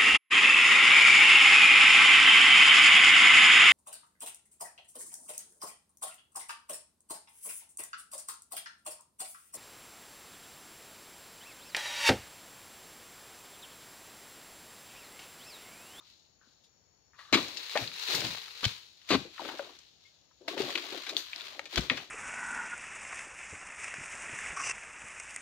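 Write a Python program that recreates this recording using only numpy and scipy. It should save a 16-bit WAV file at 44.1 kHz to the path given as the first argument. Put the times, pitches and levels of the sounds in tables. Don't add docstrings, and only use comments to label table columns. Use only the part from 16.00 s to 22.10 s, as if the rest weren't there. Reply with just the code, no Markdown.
import sys
import numpy as np
from scipy import signal
from scipy.fft import rfft, irfft
from scipy.io import wavfile
from scipy.ndimage import uniform_filter1d

SR = 44100
rng = np.random.default_rng(int(sys.argv[2]) if len(sys.argv) > 2 else 0)


def dump(signal):
    limited = np.clip(np.atleast_2d(signal).T, -1, 1)
    pcm = np.round(limited * 32767).astype(np.int16)
    wavfile.write(sys.argv[1], SR, pcm)


N = 269010
TIME, BINS = np.arange(N) / SR, np.fft.rfftfreq(N, 1 / SR)

# f/Hz, level/dB
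AIR_SPECTRUM = [(15, -50), (25, -29.5), (48, -8), (79, -2), (173, -8.5), (233, -10), (762, -12),
                (1080, -17), (2560, -20.5), (5010, -20.5), (6730, -22.5), (7500, -49), (15500, -33.5)]
# f/Hz, width/Hz, level/dB
INSECT_BANDS = [(4470, 89, -79.5), (5580, 100, -77), (6758, 160, -75.5)]
# t/s, level/dB, f/Hz, rise/s, decay/s
FAR_CHIRP = (4.045, -56, 2150, .012, .022)
# f/Hz, T60/s
GROVE_T60 = [(100, 0.41), (400, 0.18), (1500, 0.36), (4000, 0.51), (10000, 0.71)]
# t/s, level/dB, f/Hz, decay/s
FAINT_SOUNDS = [(.003, -63, 1050, 0.032), (0.408, -68, 1280, 0.072), (0.464, -65, 203, .012),
                (.635, -61, 4140, 0.02), (1.13, -61, 1410, 0.056), (1.182, -56, 1330, 0.21),
                (1.185, -58.5, 3600, 0.22), (4.307, -66.5, 1288, 0.0074), (4.405, -55, 415, 0.031)]
# t/s, level/dB, decay/s
LOW_SHUDDERS = [(1.322, -34, 0.05), (1.805, -43.5, 0.045), (2.14, -42, 0.071), (2.241, -39.5, 0.04),
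                (2.635, -44, 0.036), (3.129, -34.5, 0.04), (4.61, -48.5, 0.049), (5.771, -42, 0.049),
                (5.905, -43.5, 0.043)]
# t/s, level/dB, rise/s, decay/s
FOLIAGE_SHAKES = [(-.03, -57, .12, 0.13), (0.402, -64.5, .09, .14), (1.15, -58, .05, 0.21),
                  (1.325, -37, 0.022, 0.15), (1.42, -38.5, 0.4, 0.085), (1.88, -37.5, .17, .22),
                  (2.059, -32.5, 0.057, .18), (2.23, -39.5, 0.032, .07), (2.421, -45.5, 0.23, 0.16),
                  (2.61, -39.5, .04, .07), (2.88, -56, .2, 0.11), (3.071, -42, 0.037, .09),
                  (3.279, -45, 0.18, .24), (3.96, -60, 0.097, .17), (4.28, -63.5, 0.19, .1),
                  (4.476, -39, 0.0068, 0.059), (4.561, -38.5, 0.033, .4), (4.86, -46, 0.062, .36),
                  (5.24, -45.5, .22, 0.11), (5.689, -38, .08, 0.078), (5.9, -45.5, 0.076, 0.081)]
# f/Hz, level/dB
LEAF_SPECTRUM = [(240, -42), (400, -10.5), (438, -8.5), (633, -19), (914, -7.5), (1240, -9.5), (1960, -5.5),
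                 (2750, -2), (3210, -3.5), (4030, 3.5), (5480, -9), (6890, -13), (8150, -22), (14800, -25),
                 (15500, -20.5)]
# f/Hz, level/dB
CROWN_SPECTRUM = [(410, -30), (700, -7), (766, -15), (1010, -1), (1500, -2), (4030, 4.5), (4470, 2),
                  (5570, -7.5), (6680, -9), (8110, -19), (11800, -23.5), (14700, -20.5), (15500, -22)]
# t/s, duration/s, creak level/dB, groan level/dB
STRAIN_SPELLS = [(1.396, 0.089, -47.5, -57), (1.48, 0.12, -54.5, -64.5), (1.777, 0.026, -37.5, -71),
                 (2.078, 0.19, -42, -52.5), (3.178, 0.083, -54, -56), (3.391, 0.15, -40.5, -57.5),
                 (3.589, .12, -50.5, -61.5), (4.437, .04, -58, -67), (4.469, 0.15, -43, -46.5),
                 (4.56, 0.13, -38, -47.5), (4.742, 0.02, -40, -43), (4.822, 0.082, -47, -63),
                 (4.91, 0.043, -39.5, -45.5), (5.071, 0.089, -45.5, -50.5), (5.343, 0.33, -54, -84),
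                 (5.72, 0.12, -46, -54.5), (5.908, 0.094, -44.5, -63)]
# f/Hz, level/dB
HUSK_SPECTRUM = [(170, -42.5), (230, -11.5), (300, 1), (420, -3), (600, 4), (900, -0.5), (1600, -7)]
# t/s, level/dB, f/Hz, decay/s
DULL_BLOWS = [(1.3282, -16, 371, 0.0029), (1.333, -28.5, 190, .014), (1.353, -13, 340, .004),
              (1.368, -22, 313, 0.019), (1.7552, -16.5, 612, 0.0038), (2.658, -20.5, 103.6, .008),
              (3.112, -29, 320, 0.0094), (3.147, -14, 287.5, 0.012), (3.252, -39.5, 506, 0.0098),
              (3.3953, -25.5, 944, 0.0032), (3.5945, -26.5, 570, 0.013), (4.481, -27.5, 644, 0.0063),
              (4.601, -17.5, 364, 0.0068), (5.594, -35.5, 553, .005), (5.77, -24, 63.3, 0.019),
              (5.789, -19, 150, .002), (5.912, -37, 269, 0.037)]
# f/Hz, level/dB
STALK_SPECTRUM = [(59, -43), (100, -3.5), (264, -1.5), (774, -11), (1180, -8.5), (1590, -10.5), (2130, -9),
                  (2690, -9.5), (3930, -9), (4460, -10.5), (5170, -21), (6260, -22.5), (9950, -45.5),
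                  (14500, -45.5), (15500, -58.5)]
# t/s, level/dB, f/Hz, spread/octaves, decay/s
SCUFF_AND_SNAPS = [(1.19, -43.5, 1620, 0.65, 0.02), (1.372, -32, 1110, .7, .006),
                   (1.5711, -29, 4900, 0.41, 0.009), (1.7548, -21, 743, 0.57, 0.015),
                   (1.7744, -23.5, 2000, 1, 0.0027), (1.8752, -32, 4000, 0.42, 0.0035),
                   (2.1514, -26.5, 4590, 0.31, 0.0044), (2.2508, -29.5, 3332, 0.53, .0012),
                   (2.642, -20, 3570, 0.54, 0.0099), (2.653, -20.5, 3620, 1.1, 0.0024),
                   (3.1049, -29.5, 4000, 1.2, .005), (3.38, -39.5, 1853, 0.52, 0.0082),
                   (3.4515, -41.5, 1613, 0.58, .002), (3.4885, -32.5, 1430, 0.71, 0.01),
                   (3.5939, -33, 895, 0.75, 0.0052), (3.789, -48.5, 6240, 0.44, .005),
                   (4.481, -28, 2170, 1.26, .006), (4.578, -32.5, 2120, 1.2, 0.0094),
                   (4.754, -26.5, 2680, 0.79, 0.0049), (4.757, -24, 2760, 0.5, 0.0036),
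                   (4.776, -28, 2825, 0.69, 0.0082), (5.0675, -32, 2760, 1.1, .012),
                   (5.092, -28.5, 4850, 1.2, 0.014), (5.167, -20, 3860, 0.31, 0.0024),
                   (5.3319, -31.5, 2700, 0.38, 0.0043), (5.361, -34.5, 4500, .65, .0012),
                   (5.4092, -36, 3340, 0.33, 0.0019), (5.5936, -29.5, 1480, 1, 0.0026),
                   (5.656, -37.5, 3700, 0.84, 0.012), (5.7592, -25.5, 4070, 1.1, 0.0018),
                   (5.778, -21.5, 2240, 1.6, 0.0055), (5.8988, -18, 2470, 0.45, 0.0024),
                   (5.902, -22, 2240, 0.47, .005), (5.972, -30, 1860, 1.2, 0.019)]
# t/s, duration/s, level/dB, decay/s, tilt/(dB per octave), blade ring/dB
TISSUE_CRUNCHES = [(1.3265, 0.023, -20.5, 0.0094, 2.5, 8.5), (1.371, 0.007, -32, 0.025, 0, -2),
                   (1.762, 0.021, -39, 0.017, 5, 18), (2.147, 0.0076, -33, 0.018, 13.5, 3),
                   (2.631, 0.018, -38.5, .015, 0.5, -7), (3.089, 0.037, -38, .0053, 5.5, 5),
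                   (3.105, 0.051, -26, 0.0045, -1, 0), (5.166, 0.01, -38.5, 0.031, 11, -1),
                   (5.772, 0.0099, -29, 0.0069, 0.5, -13), (5.905, 0.0061, -35, 0.025, -0.5, 6)]
# f/Hz, coherence
NEAR_COHERENCE = [(250, 1), (800, .94), (2200, .75), (4000, .58), (6500, .38), (12000, .08)]
# f/Hz, coherence
WIDE_COHERENCE = [(200, 0.42), (500, 0.046), (1000, 0), (2200, 0.16), (4000, 0), (12000, 0.59)]
# f/Hz, left minus right/dB
CHANNEL_BALANCE = [(100, 7.5), (1000, 8), (4000, 5), (6500, 10), (9500, 5.5), (13000, 14.5)]


def amp(db):
    return 10 ** (np.asarray(db) / 20)


def unit(x):
    return x / np.sqrt(np.mean(x ** 2) + 1e-20)


def read(points, hz):
    f, value = np.transpose(points)
    return np.interp(np.log(hz + 1), np.log(f + 1), value)


def add(mix, s, sound):
    part = mix[:, max(round(s * SR), 0):][:, :sound.shape[1]]
    part += sound[:, :part.shape[1]]


def envelope(t, rise, fade, length=0):
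    return np.clip(t / rise, 0, 1) * np.exp(-np.maximum(t - max(rise, length), 0) / fade)


def colour(x, gain_db):
    log_gain = np.log(amp(np.maximum(gain_db - np.max(gain_db), -90)))
    cepstrum = irfft(log_gain, len(x))
    cepstrum[1:len(x) // 2] *= 2
    cepstrum[len(x) // 2 + 1:] = 0
    return irfft(rfft(x) * np.exp(rfft(cepstrum)), len(x))


def resonance(hz, centre, spread):
    octaves = np.log2((hz + 1) / centre)
    return -26 * np.log10(1 + (octaves / spread) ** 2 / 2) + 3.0 * np.minimum(octaves + 2, 0)


def ripple(hz, depth_db, spacing_hz=170):
    knots = rng.standard_normal(512)
    return depth_db * np.interp(hz / spacing_hz, np.arange(512), knots) * np.minimum(hz / 1000, 1)


def crackle(size, per_s, spread_db):
    when, how_big, sign = rng.random((3, size), dtype=np.float32)
    hit, out = when < per_s / SR, np.zeros(size)
    level_db = spread_db * np.minimum(-np.log(1 - how_big[hit]), 4)
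    out[hit] = amp(level_db) * np.sign(sign[hit] - .5)
    return unit(out)


def ring(db, hz, rise, decay, size=16384):
    t = np.arange(size) / SR
    swell = np.sin(np.pi / 2 * np.minimum(t / rise, 1)) ** 2
    waver = 1 + 0.12 * unit(uniform_filter1d(rng.standard_normal(size), 200)) * min(1, 300 / hz)
    phase = 2 * np.pi * np.cumsum(hz * waver) / SR
    tone = swell * np.exp(-np.maximum(t - rise, 0) / decay) * np.sin(phase)
    return amp(db) * signal.lfilter(*signal.butter(2, hz / 2, "high", fs=SR), tone)


def ports(x, lag_s):
    t, hz = np.arange(256) / SR, np.fft.rfftfreq(len(x), 1 / SR)
    echoes = rng.standard_normal(len(t)) * np.exp(-t / 0.0067)
    scatter = np.exp(1j * np.angle(rfft(echoes, len(x))))
    coherence = read(NEAR_COHERENCE, hz)
    transfer = (coherence + np.sqrt(1 - coherence ** 2) * scatter) * np.exp(-2j * np.pi * hz * lag_s)
    return np.array([x, irfft(rfft(x) * transfer, len(x))])


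def placed(x, lag_s):
    fade_out = np.minimum(np.linspace(20, 0, len(x)), 1)
    return ports(np.pad(x, (64, 448)), lag_s)[:, 64:64 + len(x)] * fade_out


def cloud(spectrum, per_s, spread_db, size=2048):
    hz = np.fft.rfftfreq(size, 1 / SR)
    grain = colour(signal.unit_impulse(size), read(spectrum, hz))
    coherence = read(WIDE_COHERENCE, hz)
    shared, own = (np.roll(irfft(rfft(grain) * share), 64)
                   for share in (coherence, np.sqrt(1 - coherence ** 2)))
    common, separate = (crackle(N, per_s, spread_db) for _ in range(2))
    left = signal.oaconvolve(common, np.roll(grain, 64))
    right = signal.oaconvolve(common, shared) + signal.oaconvolve(separate, own)
    return unit(np.array([left, right])[:, :N])


def plantation():
    out = amp(-72) * cloud(AIR_SPECTRUM, per_s=28000, spread_db=.5)
    for hz, width, db in INSECT_BANDS:
        band = np.exp(-((BINS - hz) / width) ** 2 / 4)
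        swell_db = 0.76 * np.sin(2 * np.pi * (rng.uniform(0.43, 1.3) * TIME + rng.random()))
        out += amp(db + swell_db) * unit(irfft(rfft(rng.standard_normal((2, N))) * band, N))
    add(out, FAR_CHIRP[0], placed(ring(*FAR_CHIRP[1:]), lag_s=6e-5))
    return out


def grove(x, echoes_per_s=2500, gap_s=.006, size=32768):
    taps = rng.choice([-1., 1.], (2, size)) * (rng.random((2, size)) < echoes_per_s / SR)
    taps[:, :round(gap_s * SR)] = 0
    hz, t, spectra = signal.stft(taps, SR, nperseg=256)
    decay = amp(-60 * t / read(GROVE_T60, hz)[:, None])
    tail = signal.istft(spectra * decay, SR, nperseg=256)[1]
    return signal.fftconvolve(x, tail / np.linalg.norm(tail[0]), axes=1)[:, :N]


def burst(db, centre_hz, octaves, rise, fade, size=16384):
    t, hz = np.arange(size) / SR, np.fft.rfftfreq(size, 1 / SR)
    impulses = crackle(size, per_s=2500, spread_db=1.5)
    grains = unit(colour(impulses, resonance(hz, centre_hz, octaves) + ripple(hz, depth_db=3.0)))
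    return placed(amp(db) * grains * envelope(t, rise, fade), lag_s=4e-5)


def faint_sounds():
    out = np.zeros((2, N))
    for s, db, hz, fade in FAINT_SOUNDS:
        add(out, s, burst(db, hz, octaves=0.37, rise=0.0067, fade=fade))
    return out


def shudders():
    out = np.zeros((2, N))
    for s, db, fade in LOW_SHUDDERS:
        add(out, s, burst(db, centre_hz=152, octaves=0.73, rise=0.0081, fade=fade))
    return out


def shaking_db():
    t = np.linspace(0, N / SR, 4096)
    power = sum((amp(db) * envelope(t - s, rise, fade)) ** 2 for s, db, rise, fade in FOLIAGE_SHAKES)
    return np.interp(TIME, t, 10 * np.log10(power + 1e-9))


def rustle(frond_still_s=3.0):
    frond = cloud(LEAF_SPECTRUM, per_s=6000, spread_db=3.1)
    crown = cloud(CROWN_SPECTRUM, per_s=4000, spread_db=3.4)
    leaves = np.where(TIME < frond_still_s, frond, crown)
    ribs = signal.sosfiltfilt(signal.butter(2, 3000, fs=SR, output="sos"), leaves)
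    splinters = signal.sosfiltfilt(signal.butter(4, 7600, "high", fs=SR, output="sos"), leaves)
    push_db = shaking_db()
    lightness = np.clip((-51.0 - push_db) / 12, 0, 1)
    return (leaves - lightness * (0.95 * ribs + 0.63 * splinters)) * amp(push_db + 0.77)


def loads(attack_s=0.016, release_s=0.036):
    t = np.linspace(0, N / SR, 4096)
    power = sum((amp(levels)[:, None] * envelope(t - s, attack_s, release_s, length)) ** 2
                for s, length, *levels in STRAIN_SPELLS)
    return [np.interp(TIME, t, gain) for gain in np.sqrt(power)]


def creaks(count=20, decay_cycles=3.0, size=2048):
    t, out = np.arange(size) / SR, np.zeros((1, N))
    slips, fibres = crackle(N, per_s=800, spread_db=2.24), []
    for hz in np.geomspace(HUSK_SPECTRUM[0][0], HUSK_SPECTRUM[-1][0], count):
        shape = (1 - np.exp(-t * hz * 2)) * np.exp(-t * hz / decay_cycles)
        fibres.append(amp(read(HUSK_SPECTRUM, hz)) * unit(shape * np.sin(2 * np.pi * hz * t)))
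    which = rng.integers(0, count, N)
    for i in np.flatnonzero(slips):
        add(out, i / SR, slips[i] * fibres[which[i]][None])
    return ports(unit(out[0]), lag_s=5e-5)


def groan(pitch_hz=351, octaves=.24, size=4096):
    stalk = colour(signal.unit_impulse(size), resonance(np.fft.rfftfreq(size, 1 / SR), pitch_hz, octaves))
    jerks = crackle(N, per_s=270, spread_db=1.52)
    return unit(signal.oaconvolve(jerks, stalk)[:N])


def foliage():
    creak_gain, groan_gain = loads()
    clumps_db = 1.1 * unit(uniform_filter1d(uniform_filter1d(rng.standard_normal(N), 400), 150))
    return (rustle() + amp(-6.0) * creak_gain * creaks()) * amp(clumps_db) + groan_gain * groan()


def thumps(rise_cycles=.8):
    out = np.zeros((2, N))
    for s, db, hz, decay in DULL_BLOWS:
        add(out, s, placed(ring(db, hz, rise_cycles / hz, decay), lag_s=2e-5))
    return amp(-2.5) * out


def stray_snaps(count=30, centre_hz=3140, octaves=0.97, fade_s=.003):
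    push_db = shaking_db()
    wear = np.cumsum(amp(push_db))
    when, piece = rng.random((count, 2)).T
    onsets = np.searchsorted(wear, when * wear[-1])
    pitches = centre_hz * 2 ** (octaves * (2 * piece - 1))
    return [(i / SR, push_db[i] + 4.5, hz, octaves, fade_s) for i, hz in zip(onsets, pitches)]


def scuff_and_snaps(size=4096):
    out, t, hz = np.zeros((2, N)), np.arange(size) / SR, np.fft.rfftfreq(size, 1 / SR)
    for s, db, centre, spread, fade in SCUFF_AND_SNAPS + stray_snaps():
        impulses = crackle(size, per_s=9000, spread_db=1.5) * np.exp(-t / fade)
        impulses[0] += 6.7
        tissue_db = 0.58 * np.minimum(read(STALK_SPECTRUM, hz) + 10, 0)
        sound = colour(impulses, resonance(hz, centre, spread) + tissue_db + ripple(hz, depth_db=2.5))
        sound /= np.sqrt(np.sum(sound ** 2) / (0.0026 * SR))
        add(out, s, placed(amp(db) * sound, lag_s=6e-5))
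    return amp(0.5) * out


def crunches(blade_hz=2276, blade_width_hz=440, size=8192):
    out, t, hz = np.zeros((2, N)), np.arange(size) / SR, np.fft.rfftfreq(size, 1 / SR)
    for s, length, db, fade, tilt, blade_db in TISSUE_CRUNCHES:
        tissue_db = read(STALK_SPECTRUM, hz) + ripple(hz, depth_db=2.0)
        tissue_db += tilt * np.log2(np.maximum(hz, 250) / 1000)
        tissue_db += blade_db * np.exp(-((hz - blade_hz) / blade_width_hz) ** 2)
        tissue_db -= 10.0 * np.clip(np.log2(300 / (hz + 1)), 0, 2)
        breaks = unit(colour(crackle(size, per_s=5000, spread_db=1.5), tissue_db))
        decay = np.exp(-np.maximum(t - length, 0) / fade)
        add(out, s, placed(amp(db) * breaks * decay, lag_s=7e-5))
    return amp(2.0) * out


def scene():
    transients, blows = crunches() + scuff_and_snaps(), thumps()
    low_echo = grove(blows)[0]
    echoes = amp(-11.0) * grove(transients) + amp(-22.5) * low_echo
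    return transients + blows + echoes + faint_sounds() + shudders() + foliage() + plantation()


def record(dry):
    left_ratio = amp(read(CHANNEL_BALANCE, BINS))
    gains = np.array([left_ratio, np.ones_like(left_ratio)]) * 2 / (1 + left_ratio)
    heard = irfft(rfft(dry) * gains, N)
    low_pass = signal.firwin(511, 15700, window=("kaiser", 9), fs=SR)
    return signal.oaconvolve(heard, low_pass[None], "same")


dry = scene()
out = record(dry)
dump(out)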